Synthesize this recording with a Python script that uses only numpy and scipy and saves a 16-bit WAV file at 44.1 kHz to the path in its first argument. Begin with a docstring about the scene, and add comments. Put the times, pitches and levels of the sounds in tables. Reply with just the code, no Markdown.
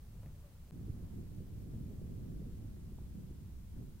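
"""A stack of straw bales burns in an open field. At first it is far away, a dull rumble of fire and wind.
A soft double bump with small ticks comes, then two faint far hoots and another tick. At 0.7 s the sound
drops out for an instant and the fire is close by: the flames roar in dense soft puffs over a deep rumble,
and now and then one flaps harder. Two more ticks come near 3 s, and the roar sinks at the end.
The open air and the microphone's hiss lie under it all."""
import sys
import numpy as np
from scipy import signal
from scipy.fft import rfft, irfft
from scipy.io import wavfile
from scipy.ndimage import uniform_filter1d

SR = 44100
rng = np.random.default_rng(int(sys.argv[2]) if len(sys.argv) > 2 else 0)


def transcribe(signal):
    """Save signal, clipped to [-1, 1], as a 16-bit WAV file at the path in sys.argv[1]."""
    frames = np.atleast_2d(signal).T
    limited = np.clip(frames, -1, 1)
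    pcm = np.round(limited * 32767).astype(np.int16)
    wavfile.write(sys.argv[1], SR, pcm)


N = 176400
TIME = np.arange(N) / SR
CLOSE_AT_S = 0.7095


# how strong the low and high parts of the puffs are: f/Hz, relative level/dB
PUFF_TONE = [(40, -17.5), (70, -9.5), (100, 0), (140, -4), (190, -4.5), (260, -12), (380, -19), (520, -29),
             (720, -38), (1500, -92)]
def puffs(per_second=600, spread_db=2, smooth_db=-1.5):
    """Many small flare-ups of uneven size over the smooth noise of swirling air."""
    pops = (rng.random(N) < per_second / SR) * rng.choice([-1, 1], N)
    pops = pops * undb(spread_db * rng.standard_normal(N))
    swirl = undb(smooth_db) * rng.standard_normal(N)
    return unit(colour(unit(pops) + swirl, PUFF_TONE))


# how hard the fire burns, which steers roar and rumble: t/s, roar drive/dB, rumble drive/dB
BLAZE = [(0.72, -53.5, -63), (0.9, -51, -43.5), (0.93, -53.5, -54), (1.12, -53.5, -48), (1.18, -47.5, -43),
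         (1.27, -55, -52), (1.41, -52.5, -46), (1.43, -54, -55.5), (1.63, -53, -43), (1.67, -51.5, -59),
         (1.72, -50.5, -47), (2.47, -49.5, -50), (2.58, -55, -40), (2.6, -53, -51.5), (2.94, -56, -51),
         (3.14, -57.5, -50), (3.15, -52.5, -47), (3.41, -58, -56.5), (3.71, -63, -53), (3.78, -50, -46.5),
         (3.86, -56, -54.5), (4.0, -65.5, -57)]
# how wide the close fire sounds: f/Hz, side level against the middle/dB
FIRE_WIDTH = [(30, -11), (70, -12.5), (130, -10), (220, -6.5), (400, -3.5), (900, -5.5)]
def flame_roar(split_hz=216, bass_follow=0.84):
    """The roar grows louder with the blaze, and brighter too, because its bass grows less."""
    strength_db = curve(np.array(BLAZE)[:, [0, 1]]) + 52  # a drive of -52 dB changes nothing
    roar = undb(-48.5) * stereo(puffs(), colour(puffs(), FIRE_WIDTH))
    bass = signal.sosfiltfilt(signal.butter(2, split_hz, fs=SR, output="sos"), roar)
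    treble = roar - bass
    return bass * undb(bass_follow * strength_db) + treble * undb(strength_db)


# single flaps of flame: t/s, level/dB, f/Hz
FLAPS = [(.76, -43, 243), (.83, -41, 89), (.885, -44, 286), (0.903, -33.5, 104), (1.184, -40, 126),
         (1.405, -49, 376), (1.74, -50.5, 424), (1.865, -35, 133), (1.913, -49.5, 437), (2.018, -46, 386),
         (2.419, -45.5, 356), (2.922, -45.5, 287), (3.019, -47.5, 283), (3.154, -46.5, 213),
         (3.312, -43.5, 257), (3.792, -42.5, 176), (3.879, -48.5, 286)]
def flame_flaps():
    """A flame that flaps harder gives the air one short push."""
    return sum(burst(at, hz, cycles=0.58) * undb(db) for at, db, hz in FLAPS)


# the tone of the close rumble: f/Hz, relative level/dB
RUMBLE_TONE = [(10, 1), (22, -1.5), (35, 3), (55, 3), (95, -.5), (140, -13), (300, -50.5)]
def deep_rumble(follow=0.49):
    """Fire and wind rumble deeply, swelling apart from the roar."""
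    swell_db = curve(np.array(BLAZE)[:, [0, 2]]) + 49  # a drive of -49 dB changes nothing
    rumble = stereo(noise(RUMBLE_TONE), colour(noise(RUMBLE_TONE), FIRE_WIDTH))
    return rumble * undb(-48.5 + follow * swell_db)


def near_fire(right_louder_db=1.9, right_delay_s=0.00006):
    """The whole fire from close by, with the flames a little louder on the right."""
    balance = undb(np.array([[-1], [1]]) * right_louder_db / 2)
    left, right = (flame_roar() + flame_flaps()) * balance + deep_rumble()
    return np.array([left, np.interp(TIME - right_delay_s, TIME, right)])


# the tone of the far fire: f/Hz, relative level/dB
FAR_TONE = [(10, -4.5), (25, -2.5), (45, -0.5), (72, -0.5), (100, -3.5), (135, -8.5), (190, -13.5),
            (300, -26.5), (500, -30.5), (1000, -54.5)]
# how loud the far fire is: t/s, level/dB
FAR_LEVEL = [(0, -52.5), (.18, -48.5), (.27, -50.5), (.39, -51.5), (.55, -53), (.7, -51)]
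def far_fire(width_db=-16):
    """From afar, fire and wind are a dull, narrow rumble."""
    return undb(curve(FAR_LEVEL)) * stereo(noise(FAR_TONE), undb(width_db) * noise(FAR_TONE))


# the two hits of the bump: t/s, base level/dB
BUMPS = [(0.232, -52.5), (.26, -50)]
# the notes each hit rings with: f/Hz, level against the hit/dB, time to fade by 60 dB/s
BUMP_NOTES = [(151.8, 3.5, 0.31), (300, -26, .1), (565, -14.5, 0.12), (640, -19, .07)]
# the tone of each hit's crunch: f/Hz, relative level/dB
CRUNCH_TONE = [(100, -3), (200, 10), (330, 5), (600, -11), (1200, -19.5), (1700, -24), (2250, -18),
               (2900, -33), (6000, -46)]
def bumps(crunch_db=-4, crunch_fade_s=0.14):
    """A soft double bump: each hit crunches and rings hollow."""
    out = 0
    for at, db in BUMPS:
        age = np.maximum(TIME - at, 0)
        out += (age > 0) * undb(db + crunch_db) * fade(age, crunch_fade_s) * noise(CRUNCH_TONE)
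        for hz, note_db, fade_s in BUMP_NOTES:
            out += undb(db + note_db) * fade(age, fade_s) * np.sin(2 * np.pi * hz * age)
    return out


# small dry ticks: t/s, level/dB, f/Hz, half-length/cycles
TICKS = [(0.234, -59, 1190, 0.62), (.261, -58, 1900, .6), (0.677, -62, 4470, .6), (2.985, -63, 1060, 1.4),
         (2.989, -55, 780, 1.07)]
def ticks():
    """Each tick is a tiny, quick shake of the air."""
    return sum(undb(db) * burst(at, hz, cycles) for at, db, hz, cycles in TICKS)


# faint far hoots: t/s, length/s, level/dB
HOOTS = [(0.34, .035, -70.5), (0.437, 0.042, -62.5)]
def hoots(pitch_hz=591, sag=0.05, octave_db=-12.5):
    """Far, wavering tones swell briefly out of a very faint hum and sag in pitch as they fade."""
    out, waver = 0, 1 + 0.0185 * wander(per_second=200)
    for at, length, db in HOOTS:
        progress = np.clip((TIME - at) / length, 0, 2)  # from 1 to 2 is the tail
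        phase = 2 * np.pi * np.cumsum(pitch_hz * waver * (1 - sag * progress)) / SR
        swell = np.interp(progress, [0, .15, 1, 2], [0.042, 0.99, 0.41, 0.037])
        out += undb(db) * swell * (np.sin(phase) + undb(octave_db) * np.sin(2 * phase))
    return out


# the tone of the open air: f/Hz, relative level/dB
AIR_TONE = [(100, 2), (300, 1), (600, -3.5), (1000, -5), (1500, -10), (2200, -18), (4000, -23), (9000, -36)]
# how loud the open air is: t/s, level/dB
AIR_LEVEL = [(0, -72), (.65, -73.5), (1.0, -70), (1.4, -74), (2.4, -74), (3.2, -75), (4, -75)]
def open_air(width_db=-6.5):
    """A soft, slightly restless rush over the field."""
    flicker_db = 0.9 * wander(per_second=14)
    rush = stereo(noise(AIR_TONE), undb(width_db) * noise(AIR_TONE))
    return rush * undb(curve(AIR_LEVEL) + flicker_db)


# the tone of the hiss: f/Hz, relative level/dB
HISS_TONE = [(200, -1.2), (1500, 1), (3000, 0.41), (5000, -0.79), (8000, -0.63), (11000, -0.33),
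             (15000, .8)]
# how wide the hiss sounds: f/Hz, side level against the middle/dB
HISS_WIDTH = [(1000, 0.082), (4000, 1), (8000, 0.31), (14000, -2.7)]
def microphone_hiss():
    """The microphone adds a faint, steady hiss of its own."""
    return undb(-73) * stereo(noise(HISS_TONE), colour(noise(HISS_TONE), HISS_WIDTH))


def undb(db):
    """Turn decibels into a number to multiply by."""
    return 10 ** (np.asarray(db) / 20)


def unit(x):
    """Scale to an average size (rms) of 1."""
    return x / np.sqrt(np.mean(x ** 2))


def curve(rows):
    """Join (time, value) rows by straight lines."""
    return np.interp(TIME, *np.array(rows).T)


def colour(x, tone):
    """Turn the low and high parts of a sound up or down by (f/Hz, level/dB) rows."""
    hz, db = np.array(tone).T
    f = np.maximum(np.fft.rfftfreq(N, 1 / SR), 1)
    gain_db = np.interp(np.log(f), np.log(hz), db)
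    return irfft(rfft(x) * undb(gain_db), N)


def noise(tone):
    """Noise of size 1 with the given tone."""
    return unit(colour(rng.standard_normal(N), tone))


def stereo(middle, side):
    """Left and right share the middle; more side sounds wider."""
    return np.array([middle + side, middle - side])


def wander(per_second):
    """A smooth random drift of size 1."""
    hold = int(SR / per_second)
    steps = np.repeat(rng.standard_normal(N // hold + 1), hold)
    return unit(uniform_filter1d(steps, hold)[:N])


def fade(age, fade_s):
    """Die away by 60 dB every fade_s seconds."""
    return np.exp(-np.log(1000) * age / fade_s)


def burst(at, hz, cycles):
    """A very short wave that swells and fades in a bell shape."""
    turns = (TIME - at) * hz
    return np.exp(-(turns / cycles) ** 2) * np.sin(2 * np.pi * (turns + rng.random()))


def scene():
    """The fire, first far and then close, with the small sounds of the field."""
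    fire = np.where(TIME < CLOSE_AT_S, far_fire(), near_fire())
    return fire + open_air() + bumps() + ticks() + hoots()


def record(dry, silence_s=0.0035, fade_in_s=0.011, top_hz=15800):
    """Add hiss, go silent for an instant at the jump to the close fire, and cut the highest treble."""
    fade_in = np.clip((TIME - CLOSE_AT_S - silence_s) / fade_in_s, 0, 1)
    volume = np.where(TIME < CLOSE_AT_S, 1, fade_in)
    treble_cut = signal.ellip(10, .1, 70, top_hz, fs=SR, output="sos")
    return signal.sosfilt(treble_cut, (dry + microphone_hiss()) * volume)


dry = scene()
out = record(dry)
transcribe(out)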